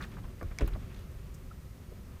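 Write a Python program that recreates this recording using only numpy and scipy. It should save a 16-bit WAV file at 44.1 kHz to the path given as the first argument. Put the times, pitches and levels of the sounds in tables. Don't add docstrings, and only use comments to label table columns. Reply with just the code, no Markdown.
import sys
import numpy as np
from scipy import signal
from scipy.fft import rfft, irfft
from scipy.io import wavfile
from scipy.ndimage import uniform_filter1d

SR = 44100
rng = np.random.default_rng(int(sys.argv[2]) if len(sys.argv) > 2 else 0)


def log_audio(samples):
    frames = np.atleast_2d(samples).T
    limited = np.clip(frames, -1, 1)
    pcm = np.round(limited * 32767).astype(np.int16)
    wavfile.write(sys.argv[1], SR, pcm)


def gain_from_db(level_db):
    decades = np.asarray(level_db, float) / 20
    return 10 ** decades


N = 97020


def col(table, index):
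    return np.array(table, float)[:, index]


def curve(table, index):
    return np.interp(np.arange(N) / SR, col(table, 0), col(table, index))


def coloured(spectrum):
    hz = np.maximum(np.arange(N // 2 + 1) * SR / N, 1)
    shape_db = np.interp(np.log(hz), np.log(col(spectrum, 0)), col(spectrum, 1))
    noise = irfft(rfft(rng.standard_normal(N)) * gain_from_db(shape_db), N)
    return noise / noise.std()


def walk(rate):
    hold = int(SR / rate)
    steps = np.repeat(rng.standard_normal(N // hold + 1), hold)
    return uniform_filter1d(uniform_filter1d(steps, hold), hold)[:N]


def high_pass(sound, hz):
    return signal.sosfilt(signal.butter(2, hz, "high", fs=SR, output="sos"), sound)


def split(sound, hz):
    low = signal.sosfiltfilt(signal.butter(2, hz, fs=SR, output="sos"), sound)
    high = sound - low
    return low / low.std(), high / high.std()


def ring(force, modes, tilt_db=0):
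    out = 0
    for hz, db, t60 in modes:
        pole = np.exp(2j * np.pi * hz / SR - np.log(1000) / (t60 * SR))
        gain = gain_from_db(db + tilt_db * np.log2(hz / modes[0][0]))
        out = out + gain * signal.lfilter([1], [1, -pole], force).imag
    return out


def add(track, start_s, sound):
    i = int(start_s * SR)
    track[i:i + len(sound)] += sound[:len(track) - i]


def water():
    # frequency in Hz, relative level in dB per Hz.
    rumble_spectrum = [(11, -49), (18, -6.5), (56, -2.5), (91, -6.5), (184, -12.5), (296, -20.5),
                       (321, -27.5), (360, -18.5), (384, -20.5), (516, -43.5), (900, -43.5), (1170, -41),
                       (1980, -120)]
    # time in seconds, deep level in dB, planks level in dB.
    hull_work = [(0.0, -45, -44.5), (0.09, -46, -51.5), (0.23, -45, -48.5), (0.48, -50, -58),
                 (0.62, -46.5, -48.5), (0.75, -44, -47), (0.89, -45.5, -50.5), (1.14, -45, -54.5),
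                 (1.33, -47, -52.5), (1.65, -47.5, -55.5), (1.98, -49, -52), (2.2, -44, -54.5)]
    # frequency in Hz, relative level in dB per Hz.
    wash_spectrum = [(290, -15), (500, 1), (641, -4.5), (690, -6.5), (834, -9), (1070, -7.5), (1290, -6),
                     (1450, -10.5), (1710, -10), (1950, -10), (3700, -17), (7690, -20.5), (9030, -21.5),
                     (10300, -21.5), (15100, -21.5), (15700, -40), (16400, -54)]
    # time in seconds, level in dB.
    wash_level = [(0.0, -55), (0.2, -62), (0.45, -60), (0.59, -60.5), (0.81, -59), (1.07, -61.5),
                  (1.68, -62.5), (2.2, -61.5)]
    rumble_split_hz, wash_top_hz, hiss_db = 107.5, 4670, -68
    planks_drift_db, wash_flicker_db = -0.06, 1

    deep, planks = split(coloured(rumble_spectrum), rumble_split_hz)
    deep = deep * gain_from_db(curve(hull_work, 1))
    planks = planks * gain_from_db(curve(hull_work, 2) + planks_drift_db * walk(9.5))
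    wash, hiss = split(coloured(wash_spectrum), wash_top_hz)
    wash = wash * gain_from_db(curve(wash_level, 1) + wash_flicker_db * walk(24.8))
    return deep + planks + wash + hiss * gain_from_db(hiss_db)


def scuffs():
    # start in seconds, length in seconds before it dies away,
    # rms level of the grain gains in dB, middle pitch in Hz, spread of pitch in octaves.
    scuff_table = [(.004, 0.015, -47.5, 1515, 0.29), (.022, 0.021, -48, 1660, 0.39),
                   (0.024, 0.014, -51, 3640, 0.2), (0.009, 0.0092, -55.5, 5900, 0.3),
                   (0.016, 0.036, -56, 8200, 0.6), (0.046, 0.0238, -64.5, 2030, 0.66),
                   (0.115, 0.034, -58, 2130, 0.82), (.142, 0.0076, -65, 2320, 0.61),
                   (0.168, .022, -56.5, 1340, 0.48), (.19, .012, -65, 3280, .3),
                   (0.239, .016, -57.5, 1420, 0.62), (0.236, .006, -64, 3500, 0.16),
                   (0.393, 0.018, -67, 4925, 0.26), (.411, .006, -48.5, 1410, 0.42),
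                   (.4285, .002, -54.5, 12000, .12), (0.511, .012, -54.5, 1460, 0.58),
                   (0.592, 0.013, -49.5, 2100, 0.99), (.607, 0.019, -44.5, 1735, 0.65),
                   (.608, .004, -48, 5970, 0.71), (0.618, .005, -52.5, 7500, .4),
                   (.63, .04, -57, 1860, 0.77), (0.66, 0.0053, -54, 3600, .35),
                   (.675, .003, -43.5, 12270, 0.2), (0.679, 0.0056, -51, 10100, 0.4),
                   (0.676, .012, -49, 2030, 0.75), (0.72, 0.0074, -59, 1860, 0.46),
                   (0.73, .011, -55, 1740, 0.43), (0.733, .01, -59, 3740, 0.21),
                   (0.692, .03, -64, 1520, .8), (0.75, .01, -54, 1190, 0.54),
                   (.757, 0.0075, -55, 686, 0.093), (0.794, 0.084, -66.5, 2500, 0.82),
                   (0.899, .045, -64, 1970, 0.7), (0.891, 0.031, -70.5, 2540, 0.091),
                   (0.945, .004, -59, 3760, 0.14), (.96, 0.069, -61.5, 2980, 0.67),
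                   (1.341, .014, -57, 7300, 0.22), (1.343, 0.0104, -62, 12020, 0.15),
                   (1.509, .005, -59, 1312, 0.065), (1.913, .01, -61, 515, 0.11)]
    grains_per_s, slips_per_s = 8000, 350
    scatter_db, slip_db, sag_db = 2.2, 2, 4
    tail_share, grain_cycles = .4, 1.89

    out, t = np.zeros(N), np.arange(SR // 150) / SR
    for s, length, db, hz, width in scuff_table:
        span = length * (1 + 3 * tail_share)
        slips_db = slip_db * rng.standard_normal(128)
        when, size, sign_draw = rng.random((1600, 3))[:int(span * grains_per_s)].T
        when = when * span
        octaves = width * rng.standard_normal(1600)[:len(when)]
        grain_hz = np.clip(hz * 2 ** octaves, 200, .34 * SR)

        gain_db = -scatter_db * np.log(1 - size)
        gain_db = gain_db - sag_db * np.minimum(when / length, 1)
        gain_db = gain_db - np.abs(octaves)
        gain_db = gain_db + slips_db[(when * slips_per_s).astype(int)]
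        tail = np.exp(-np.maximum(when - length, 0) / (tail_share * length))
        gain = gain_from_db(gain_db) * tail * np.sign(sign_draw - .5)
        gain = gain * gain_from_db(db) / np.sqrt(np.mean(gain ** 2))

        turns = np.outer(grain_hz, t)
        fade = turns / (grain_cycles * max(1, 0.33 / max(width, .05)))
        grains = gain[:, None] * np.sin(2 * np.pi * turns) * 2 * fade * np.exp(-2 * fade)
        where = ((s + when) * SR).astype(int)[:, None] + np.arange(len(t))
        out += np.bincount(where.ravel(), grains.ravel(), N)[:N]
    return out


def blows():
    # frequency in Hz, relative level in dB, t60 in seconds.
    hull_modes = [(42.5, -3.5, 0.19), (59.6, 5.5, 0.063), (93, -3, 0.065), (133, -11.5, 0.092),
                  (190.5, -12.5, 0.065), (245, -17, .07), (287, -20.5, 0.086), (333.5, -12.5, .1),
                  (410.5, -15.5, 0.091), (500, -16, 0.055), (558, -17.5, 0.13), (662, -29.5, 0.056),
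                  (1120, -17, 0.041), (1410, -20, 0.053), (1950, -30.5, 0.038)]
    # start in seconds, peak level in dB, approximate contact in ms.
    blow_table = [(.172, -46.5, 0.73), (0.237, -29, 13.4), (0.4128, -34.5, 0.55), (0.418, -41, 0.37),
                  (.423, -30.5, 1.5), (.428, -30.5, 0.58), (0.442, -24.5, 4.1), (0.432, -31, 3.7),
                  (0.454, -24.5, 3.4), (0.481, -31.5, 7.4), (0.51, -48, 0.57), (0.513, -29, 2.7),
                  (0.608, -28.5, 1.03), (.614, -24, 1.48), (.621, -20, 1.85), (0.622, -15, 4.2),
                  (.633, -39.5, 1.75), (0.641, -19.5, 6.3), (0.6448, -31.5, 1.86), (0.674, -28, 2.7),
                  (0.718, -26.5, 11.2), (.741, -27.5, 9.4), (.758, -37, 0.97), (1.159, -31, 7.9),
                  (1.918, -36.5, 2.2)]
    knock_hz_ms = 360

    out = np.zeros(N)
    for s, db, contact_ms in blow_table:
        push = np.hanning(int(contact_ms * SR / 1000) + 3)
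        sound = ring(np.pad(push, (0, SR // 4)), hull_modes)
        if contact_ms < 2:
            sound = high_pass(sound, knock_hz_ms / contact_ms)
        add(out, s, sound * gain_from_db(db) / np.abs(sound).max())
    return out


def ticks():
    # frequency in Hz, relative level in dB before the tick's tilt,
    # t60 in seconds.
    fitting_modes = [(2260, 6.5, 0.013), (3330, -10, 0.012), (5210, -2, 0.015), (6070, 7.5, 0.0047),
                     (8450, 7.5, 0.0018), (12000, -5, 0.0031), (14000, -14, .003)]
    # start in seconds, peak level in dB, brightness in dB per octave.
    tick_table = [(.4293, -45, -3), (0.5868, -23.5, -0.5), (.945, -45.5, 7.5), (.995, -45, 26),
                  (1.1165, -48, 28)]

    out, tap = np.zeros(N), np.pad(np.hanning(5), (0, SR // 40))
    for s, db, tilt_db in tick_table:
        sound = high_pass(ring(tap, fitting_modes, tilt_db), 1400)
        add(out, s, sound * gain_from_db(db) / np.abs(sound).max())
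    return out


def scene():
    return (water() + scuffs() + blows() + ticks())[None]


def top_cut(x):
    return signal.sosfilt(signal.butter(12, 16580, fs=SR, output="sos"), x)


def record(dry):
    # frequency in Hz, width in Hz, share removed (0 to 1).
    housing_dips = [(7550, 240, 0.56), (10380, 340, 1)]
    mix = high_pass(dry, 22)
    for hz, width_hz, share in housing_dips:
        mix = mix - share * signal.lfilter(*signal.iirpeak(hz, hz / width_hz, fs=SR), mix)
    return top_cut(mix)


dry = scene()
out = record(dry)
log_audio(out)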